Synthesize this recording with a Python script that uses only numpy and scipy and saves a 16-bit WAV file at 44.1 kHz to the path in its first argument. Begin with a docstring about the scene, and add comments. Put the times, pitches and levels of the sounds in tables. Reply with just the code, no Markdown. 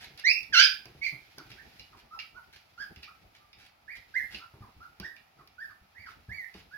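"""Paws skid, thud and click on a wooden floor, then a husky puppy yelps close by.
Small whimpers and hoarse grunts follow as the pups shuffle around their mother in a wood-panelled room.
Each cry is a high whistle of the vocal folds, shaped by a tiny throat and smeared by the bare walls.
Hard claws ring the boards and soft pads boom on them, over a faint hush and a thin hiss."""
import sys
import numpy as np
from scipy import signal
from scipy.fft import rfft, irfft, next_fast_len
from scipy.io import wavfile
from scipy.ndimage import uniform_filter1d, minimum_filter1d, map_coordinates

SR = 44100
rng = np.random.default_rng(int(sys.argv[2]) if len(sys.argv) > 2 else 0)


def to_wav(s):
    """Save 16-bit WAV."""
    ch = np.atleast_2d(s).T  # columns
    pcm = np.round(np.clip(ch, -1, 1) * 32767)  # PCM
    wavfile.write(sys.argv[1], SR, pcm.astype(np.int16))


N = 298557
TOP_HZ = 15900  # band limit

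# paws sliding: start_s, length_s, level_db
SKID_CUES = [(0, 0.068, -49.5), (0.175, 0.032, -51.5), (1.494, .039, -56), (1.709, 0.1, -67),
             (1.962, .05, -60), (2.519, 0.063, -57.5), (3.017, 0.029, -57), (3.343, 0.0322, -60.5),
             (3.561, .13, -61.5), (3.948, .03, -55), (4.292, 0.12, -55), (6.073, 0.0694, -62),
             (6.53, .094, -59)]
# fur and pads rubbing on wood: frequency_hz, gain_db
SCUFF_EQ = [(240, -32.5), (400, -9.5), (636, -14.5), (730, -5.5), (1160, -16.5), (1380, -3), (2510, 1.5),
            (2840, -1.5), (3070, -2.5), (3580, -3), (5030, -3), (8900, -27), (10900, -13), (16000, -21)]
# how much the dogs stir: time_s, level_db
BUSTLE_CURVE = [(0.0, -63), (0.24, -68.5), (1.79, -64), (2.04, -72), (3.07, -70), (3.77, -76), (4.35, -64),
                (4.49, -70.5), (5.77, -75.5), (6.28, -71.5), (6.43, -71.5), (6.77, -69.5)]
# the floor under light steps: frequency_hz, gain_db
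RUMBLE_EQ = [(21, -30), (35, -5.5), (65, 0.5), (146, -6.5), (225, -8.5), (444, -15), (559, -19), (900, -15),
             (1170, -45.5), (1980, -120)]
# the hush of the room: frequency_hz, gain_db
ROOM_TONE_EQ = [(21, -27), (35, -9.5), (88, 2), (443, -13), (778, 1), (1060, -8.5), (1300, -1.5),
                (1640, -14), (2340, -8), (3020, -18.5), (5050, -22), (8010, -31), (9100, -44.5),
                (10600, -24), (16000, -29.5)]
# heavier paw falls and bumps: start_s, level_db, knock_db, pitch_hz
PAW_CUES = [(0.101, -56.5, -6, 140), (0.856, -50, -4, 125), (0.949, -50, -11, 141.7),
            (1.124, -44.5, -11, 132), (1.38, -51.5, 1, 144), (1.499, -46.5, -16.5, 124),
            (1.949, -54, -10.5, 78.7), (2.969, -46.5, -17, 73.4), (4.335, -45, -11.5, 216),
            (4.537, -49, -6, 131), (4.606, -41.5, -18.5, 108), (4.764, -44.5, -34, 74.2),
            (5.0, -39, -11.5, 189), (5.39, -53, -6.5, 140), (5.812, -51, -28.5, 64.7),
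            (5.991, -51, -33.5, 90.5), (6.283, -39, -21.5, 114.5), (6.309, -43, -43, 82.4),
            (6.548, -44, -10, 189.2)]
# low thud of the hollow floor: frequency_hz, gain_db
THUD_EQ = [(30, -16), (60, 5.5), (90, 0), (140, -5), (195, -3), (260, -17), (500, -32), (1500, -60.5)]
# woody midrange knock: frequency_hz, gain_db
KNOCK_EQ = [(100, -28), (220, -15), (300, 4), (390, 4.5), (520, -8.5), (650, -4), (850, -6), (1400, -10),
            (3000, -33)]
# claw taps: start_s, level_db, treble_db
CLAW_CUES = [(0.176, -41.5, -21), (0.198, -39.5, -20), (0.4308, -44.5, -16), (0.8561, -48.5, -10),
             (1.3834, -45.5, -7.5), (1.516, -39.5, -40), (1.7957, -36.5, -29), (2.1893, -31.5, -42),
             (2.1986, -31.5, -32.5), (2.961, -46, -26), (3.031, -39, -27.5), (3.042, -42, -24),
             (3.5301, -47.5, -25), (4.346, -32.5, -28), (4.9998, -41, -12), (5.1643, -48.5, -24),
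             (5.475, -55.5, -8.5), (6.541, -46, -25)]
# resonances of a tapped floorboard: centre_hz, width_hz, gain_db
BOARD_MODES = [(1970, 130, 3), (1970, 160, 0.5), (2326, 83, 4), (2830, 170, -2.5), (3570, 600, -11),
               (5000, 480, -9.5)]
# loud cries: climax_s, level_db, swell_db_per_s, overtones_db, roughness (0-1)
YELP_CUES = [(0.301, -16.5, 95, -11.5, 0.07), (.603, -14.5, 84.5, -4.5, 0.46),
             (.657, -31.5, -170, 6.5, .22), (1.069, -29.5, -61, -17.5, 0.45)]
# one pitch line per loud cry, the third a second tone breaking out of the big yelp: time_s, pitch_hz
YELP_CONTOURS = [
    [(.236, 1710), (.297, 2441), (.318, 2697), (.375, 2736)],
    [(.522, 1802), (.545, 1533), (.555, 1348), (.576, 1359), (.593, 1507), (.618, 1740), (.665, 1549)],
    [(.606, 2235), (.622, 2320), (.64, 2526), (.666, 2323)],
    [(1.012, 2173), (1.056, 2361), (1.072, 2051), (1.088, 2186)],
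]
# open-mouth voice colour: frequency_hz, gain_db
THROAT_EQ = [(900, -5.5), (1500, -1.5), (2200, -3.5), (2750, -1.5), (3600, -4), (4300, 0), (5000, 0),
             (5800, 3.5), (7000, -19), (9000, -23.5), (16000, -20)]
# hoarse falling grunts: start_s, pitch_hz, level_db
GRUNT_CUES = [(1.377, 1676, -49.5), (1.925, 1312, -57), (2.147, 1072, -63), (2.365, 1169, -63),
              (4.621, 1298, -54.5), (5.386, 1446, -56), (5.688, 1600, -53.5), (6.058, 1707, -46)]
# closed-mouth voice colour: frequency_hz, gain_db
NOSE_EQ = [(700, 12), (1300, -0.5), (1700, -2.5), (2050, 0), (2400, -14.5), (3300, -10.5), (4100, -12),
           (4800, 3), (5600, -9.5), (7000, -13), (16000, -24)]
# small arching cries: start_s, rise_s, fall_s, top_hz, level_db, overtones_db, roughness (0-1)
WHIMPER_CUES = [ (1.57, .033, 0.0175, 1850, -50, -30, 0.37), (2.108, 0.0424, 0.02, 1347, -45, -17, 0.1),
                (2.344, 0.0354, 0.025, 1470, -49.5, -17, 0.13), (2.776, .045, 0.033, 1674, -39, -12, 0.35),
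                (3.073, 0.016, 0.033, 1333, -52, -32, 0.5), (3.4, 0.021, 0.024, 1215, -64.5, -19, 0.1),
                (3.877, .046, .022, 2380, -36.5, -31.5, .24), (4.139, .035, .037, 2101, -28.5, -24, .11),
                (4.395, 0.0298, 0.023, 1376, -49.5, -21, 0.65),
                (4.802, 0.031, 0.028, 1429, -45.5, -18.5, 0.31),
                (5.025, 0.034, 0.0148, 1880, -38.5, -13, .03), (5.58, .05, 0.028, 1806, -39, -23, 0.05),
                (5.947, .066, 0.047, 2396, -47, -21, 0.29), (6.291, .058, .097, 2287, -37.5, -22, 0.05),
                (6.71, .038, 0.056, 1704, -46, -24, 0.16), ]
# reverb time of the panelled room: frequency_hz, t60_s
WALL_DECAY = [(100, 0.08), (800, 0.3), (2200, 0.33), (5000, 0.28), (12000, 0.041)]
# microphone colour, notched in the treble: frequency_hz, gain_db
MIC_EQ = [(6000, 1.5), (7800, -8.5), (9000, -13), (10500, 6.5), (16000, -1.5)]
# thin, airy hiss: frequency_hz, gain_db
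HISS_EQ = [(2000, -52), (7000, -9), (9000, -16), (10500, -1), (13000, -4.5), (16000, -3.5)]


def amp(db):
    """Decibels to gain."""
    return 10 ** (np.asarray(db) / 20)


def unit(x):
    """Scale to rms 1."""
    return x / np.sqrt(np.mean(x ** 2) + 1e-20)


def along(points, hz):
    """Read a curve of (frequency_hz, value) points on a log frequency axis."""
    f, v = np.transpose(points)
    return np.interp(np.log(hz + 1), np.log(f + 1), v)


def wobble(rate, size):
    """A smooth random curve, rate knots a second."""
    knots = rng.standard_normal(int(size * rate / SR) + 4)
    return map_coordinates(knots, [np.arange(size) * rate / SR])


def filtered(x, response):
    """Pass x through a frequency response."""
    n = x.shape[-1]
    padded = next_fast_len(n + 8192)
    return irfft(rfft(x, padded) * response(np.fft.rfftfreq(padded, 1 / SR)), padded)[..., :n]


def noise(spectrum, size):
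    """Coloured noise of rms 1."""
    return unit(filtered(rng.standard_normal(size), lambda hz: amp(along(spectrum, hz))))


def diffuse(spectrum, wide_hz=600):
    """A stereo noise bed: narrow in the bass, wide in the treble."""
    side = filtered(noise(spectrum, N), lambda hz: np.clip(hz / wide_hz, .25, 1))
    mid = noise(spectrum, N)
    return unit(np.array([mid + side, mid - side]))


def pan(x, pan_db):
    """Tilt the stereo balance; negative leans right."""
    return x * amp([[pan_db / 2], [-pan_db / 2]])


def add(track, start_s, sound):
    """Mix a stereo sound in at its cue."""
    i = max(round(start_s * SR), 0)
    track[:, i:i + sound.shape[1]] += sound[:, :max(N - i, 0)]


def in_room(x, wet_db, pan_db, alike, lag_s=.00011):
    """Direct sound, lag_s later on the right, plus a wall reverb that differs for every spot."""
    size = SR // 2
    hz, t, spectra = signal.stft(rng.standard_normal((2, size)), SR, nperseg=256)
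    decay = amp(-60 * t / along(WALL_DECAY, hz)[:, None])
    tail = signal.istft(spectra * decay, SR, nperseg=256)[1][:, :size]
    tail *= 1 - np.exp(-(np.arange(size) / SR / .00092) ** 2)  # the first echoes build up
    tail[0] = alike * tail[1] + np.sqrt(1 - alike ** 2) * tail[0]  # more alike, narrower image
    sound = signal.fftconvolve(x[None], tail, axes=1)
    sound *= amp(wet_db) * np.linalg.norm(x) / np.linalg.norm(sound, axis=1, keepdims=True)
    sound[:, :len(x)] += filtered(x, lambda f: np.exp(-2j * np.pi * f * [[0], [lag_s]]))
    return pan(sound, pan_db)


def paw_skids(grain_db=4, grain_hz=298.8):
    """A paw skids over the boards in a run of tiny catches."""
    out = np.zeros((2, N))
    for start_s, length_s, db in SKID_CUES:
        n = int(length_s * SR)
        rub = unit(noise(SCUFF_EQ, n) * amp(grain_db * wobble(grain_hz, n)))
        rub *= amp(db) * signal.windows.tukey(n, .5)
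        add(out, start_s, in_room(rub, wet_db=1, pan_db=-3, alike=.3))
    return out


def shuffling(scuff_db=3.5, rumble_db=1, grain_db=1, lump_db=5):
    """The more the dogs stir, the more fur and pads rub and the floor rumbles under light steps."""
    bustle_db = np.interp(np.arange(N) / SR, *np.transpose(BUSTLE_CURVE))
    scuff = diffuse(SCUFF_EQ) * amp(bustle_db + scuff_db + grain_db * wobble(76, N))
    rumble = diffuse(RUMBLE_EQ) * amp(bustle_db + rumble_db + lump_db * wobble(36, N))
    return pan(scuff, pan_db=-2) + rumble


def room_tone(level_db=-67):
    """A faint, steady hush under everything."""
    return amp(level_db) * diffuse(ROOM_TONE_EQ)


def paw_thuds(boom_t60_s=.13, thud_t60_s=.18, knock_t60_s=.29, attack_s=.0044):
    """Soft pads and tumbling bodies thud on the hollow floor; each spot booms at its own pitch."""
    out, t = np.zeros((2, N)), np.arange(SR // 3) / SR
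    for start_s, db, knock_db, hz in PAW_CUES:
        boom = np.sin(2 * np.pi * hz * t) * amp(-60 * t / boom_t60_s)
        thud = noise(THUD_EQ, len(t)) * amp(-7 - 60 * t / thud_t60_s)
        knock = noise(KNOCK_EQ, len(t)) * amp(knock_db - 2 - 60 * t / knock_t60_s)
        step = (boom + thud) * (1 - np.exp(-t / attack_s)) + knock
        add(out, start_s, in_room(amp(db) * step, wet_db=-9.5, pan_db=0, alike=.75))
    return out


def board_response(f):
    """A floorboard's resonances, summed in alternating polarity."""
    return sum((-1) ** k * amp(db) * 1j * f * width / (centre ** 2 - f ** 2 + 1j * f * width)
               for k, (centre, width, db) in enumerate(BOARD_MODES))


def claw_taps(ring_db=-1, tick_db=4, snap_db=17, ring_t60_s=.024, snap_t60_s=.002, scratch_t60_s=.032):
    """A hard claw tip gives a snap, a brief scratch and a short ring of the board."""
    out, t = np.zeros((2, N)), np.arange(SR // 12) / SR
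    snap = amp(snap_db - 60 * t / snap_t60_s)
    scratch = amp(-60 * t / scratch_t60_s)
    for start_s, db, treble_db in CLAW_CUES:
        ring = unit(filtered(rng.standard_normal(len(t)), board_response))
        ring *= amp(db + ring_db - 60 * t / ring_t60_s)
        tick = noise([(800, -22), (3000, -1), (5000, 12), (8000, -9.5), (15000, -1.5)], len(t))
        tick *= amp(db + treble_db + tick_db) * (snap + scratch)
        add(out, start_s, in_room(ring, wet_db=3, pan_db=-4, alike=.32))
        add(out, start_s, in_room(tick, wet_db=-7, pan_db=-4, alike=.22))
    return out


def voice(pitch, db, overtones_db, rough, tract, jitter, slope_db, rasp_db=-6, growl_db=-13, air_db=-30):
    """Vocal folds sing through the tract; roughness adds jitter, breath and period doubling."""
    def tract_gain(k):
        return amp(along(tract, k * hz)) * (k * hz < TOP_HZ)

    n = len(pitch)
    hz = pitch * (1 + jitter * rough * wobble(900, n) + .008 * wobble(160, n))
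    phase = 2 * np.pi * np.cumsum(hz) / SR
    overtones = sum(amp(slope_db * (k - 2.5)) * tract_gain(k)
                    * np.sin(k * phase + rng.uniform(0, 2 * np.pi)) for k in range(2, 6))
    # period doubling puts a growl halfway between the harmonics
    growl = sum(amp(slope_db * (k - 4.5)) * tract_gain(k + .5) * np.sin((k + .5) * phase)
                for k in range(1, 5))
    puffs = noise(tract, n) * (1 + np.cos(phase))  # air rushes through the folds once a cycle
    air = filtered(puffs, lambda f: 1 - 1 / (1 + (f / 1400) ** 8))
    harsh = rough * (amp(rasp_db) * air + amp(growl_db) * growl * wobble(200, n))
    fundamental = tract_gain(1) * np.sin(phase)
    tone = fundamental + amp(overtones_db) * (overtones + harsh) + amp(air_db) * rough * air
    shimmer_db = 3 * rough * wobble(200, n)
    return amp(db + shimmer_db) * tone * signal.windows.tukey(n, min(SR / 125 / n, 1))


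def yelps(gain_db=-1, onset_s=.018, shut_db=-28, opening_s=.011, slump_db=-25.5, slump_s=.035,
          calm_share=.55, low_cut_hz=1345):
    """The nearest puppy cries out: each cry is roughest at its climax and then slumps."""
    out = np.zeros((2, N))
    for contour, (climax_s, db, swell_db_per_s, overtones_db, rough) in zip(YELP_CONTOURS, YELP_CUES):
        times, hz = np.transpose(contour)
        t = np.arange(times[0], times[-1], 1 / SR)
        age = t - times[0]
        nearness = np.exp(-np.abs(t - climax_s) / slump_s)
        push_db = np.where(t < climax_s, swell_db_per_s * (t - climax_s), slump_db * (1 - nearness))
        mouth_db = shut_db * np.exp(-age / opening_s)  # the opening mouth lets the overtones out
        strain = rough * (calm_share + (1 - calm_share) * nearness)
        cry = voice(np.interp(t, times, hz), db + gain_db + push_db, overtones_db + mouth_db, strain,
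                    THROAT_EQ, jitter=.08, slope_db=-5, rasp_db=-5)
        cry *= np.minimum(age / onset_s, 1) ** 1.1
        # a tiny mouth radiates no bass
        cry = filtered(cry, lambda f: 1 - 1 / (1 + (f / low_cut_hz) ** 12))
        add(out, times[0], in_room(cry, wet_db=1, pan_db=-7, alike=.2))
    return out


def grunts(gain_db=1, length_s=.036, sag_octaves=.52, fade_db=-8):
    """The folds go slack: a short hoarse sound that sinks and fades."""
    out = np.zeros((2, N))
    spent = np.linspace(0, 1, int(length_s * SR)) ** 1.2
    for start_s, hz, db in GRUNT_CUES:
        pitch = hz * 2 ** (-sag_octaves * spent)
        cry = voice(pitch, db + gain_db + fade_db * spent, overtones_db=-12, rough=.81,
                    tract=NOSE_EQ, jitter=.078, slope_db=-4.5)
        add(out, start_s, in_room(cry, wet_db=1, pan_db=-3, alike=.12, lag_s=.0001))
    return out


def whimpers(gain_db=1, rest_hz=1140.5, start_lift=.45, end_lift=.58, creep_db=-5.5, slack_db=-7,
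             tire_db=-2):
    """Pitch and loudness arch together with the push of each small cry, which tires towards its end."""
    out = np.zeros((2, N))
    for start_s, rise_s, fall_s, top_hz, db, overtones_db, rough in WHIMPER_CUES:
        t = np.arange(0, rise_s + fall_s, 1 / SR)
        from_top = np.interp(t, [0, rise_s, rise_s + fall_s], [-1, 0, 1])
        slack = np.abs(np.sin(np.pi / 2 * from_top)) ** 2.3
        lift = 1 - slack * (1 - np.where(t < rise_s, start_lift, end_lift))
        pitch = rest_hz + lift * (top_hz - rest_hz)
        onset_db = creep_db * np.exp(-t / (.32 * rise_s))
        push_db = onset_db + slack_db * slack + tire_db * (t / t[-1] - .5)
        cry = voice(pitch, db + gain_db + push_db, overtones_db, rough, NOSE_EQ,
                    jitter=.09, slope_db=-2.5)
        pan_db = -6 - 4.5 * np.log2(top_hz / 1744)  # higher whimpers lean further right
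        add(out, start_s, in_room(cry, wet_db=1, pan_db=pan_db, alike=.073, lag_s=.0001))
    return out


def limiter(x, ceiling=.87):
    """Duck any peak above the ceiling for a few ms."""
    gain = np.minimum(1, ceiling / (np.abs(x).max(axis=0) + 1e-9))
    return x * uniform_filter1d(minimum_filter1d(gain, size=257), size=129)


def scene():
    """Cries and footfalls, coloured by the microphone, over skids, shuffling and room tone."""
    dogs = yelps() + whimpers() + grunts() + claw_taps() + paw_thuds()
    dogs = filtered(dogs, lambda hz: amp(along(MIC_EQ, hz)))
    return dogs + paw_skids() + shuffling() + room_tone()


def record(dry, hiss_db=-37, growth=.67, linger_s=.028):
    """A thin hiss swells and lingers with every loud sound; the mix is limited and cut above TOP_HZ."""
    hold = np.exp(-1 / (linger_s * SR))
    loudness = signal.lfilter([1 - hold], [1, -hold], np.abs(dry), axis=1)
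    hiss = amp(hiss_db) * loudness ** growth * diffuse(HISS_EQ)
    return filtered(limiter(dry + hiss), lambda hz: hz < TOP_HZ)


dry = scene()
out = record(dry)
to_wav(out)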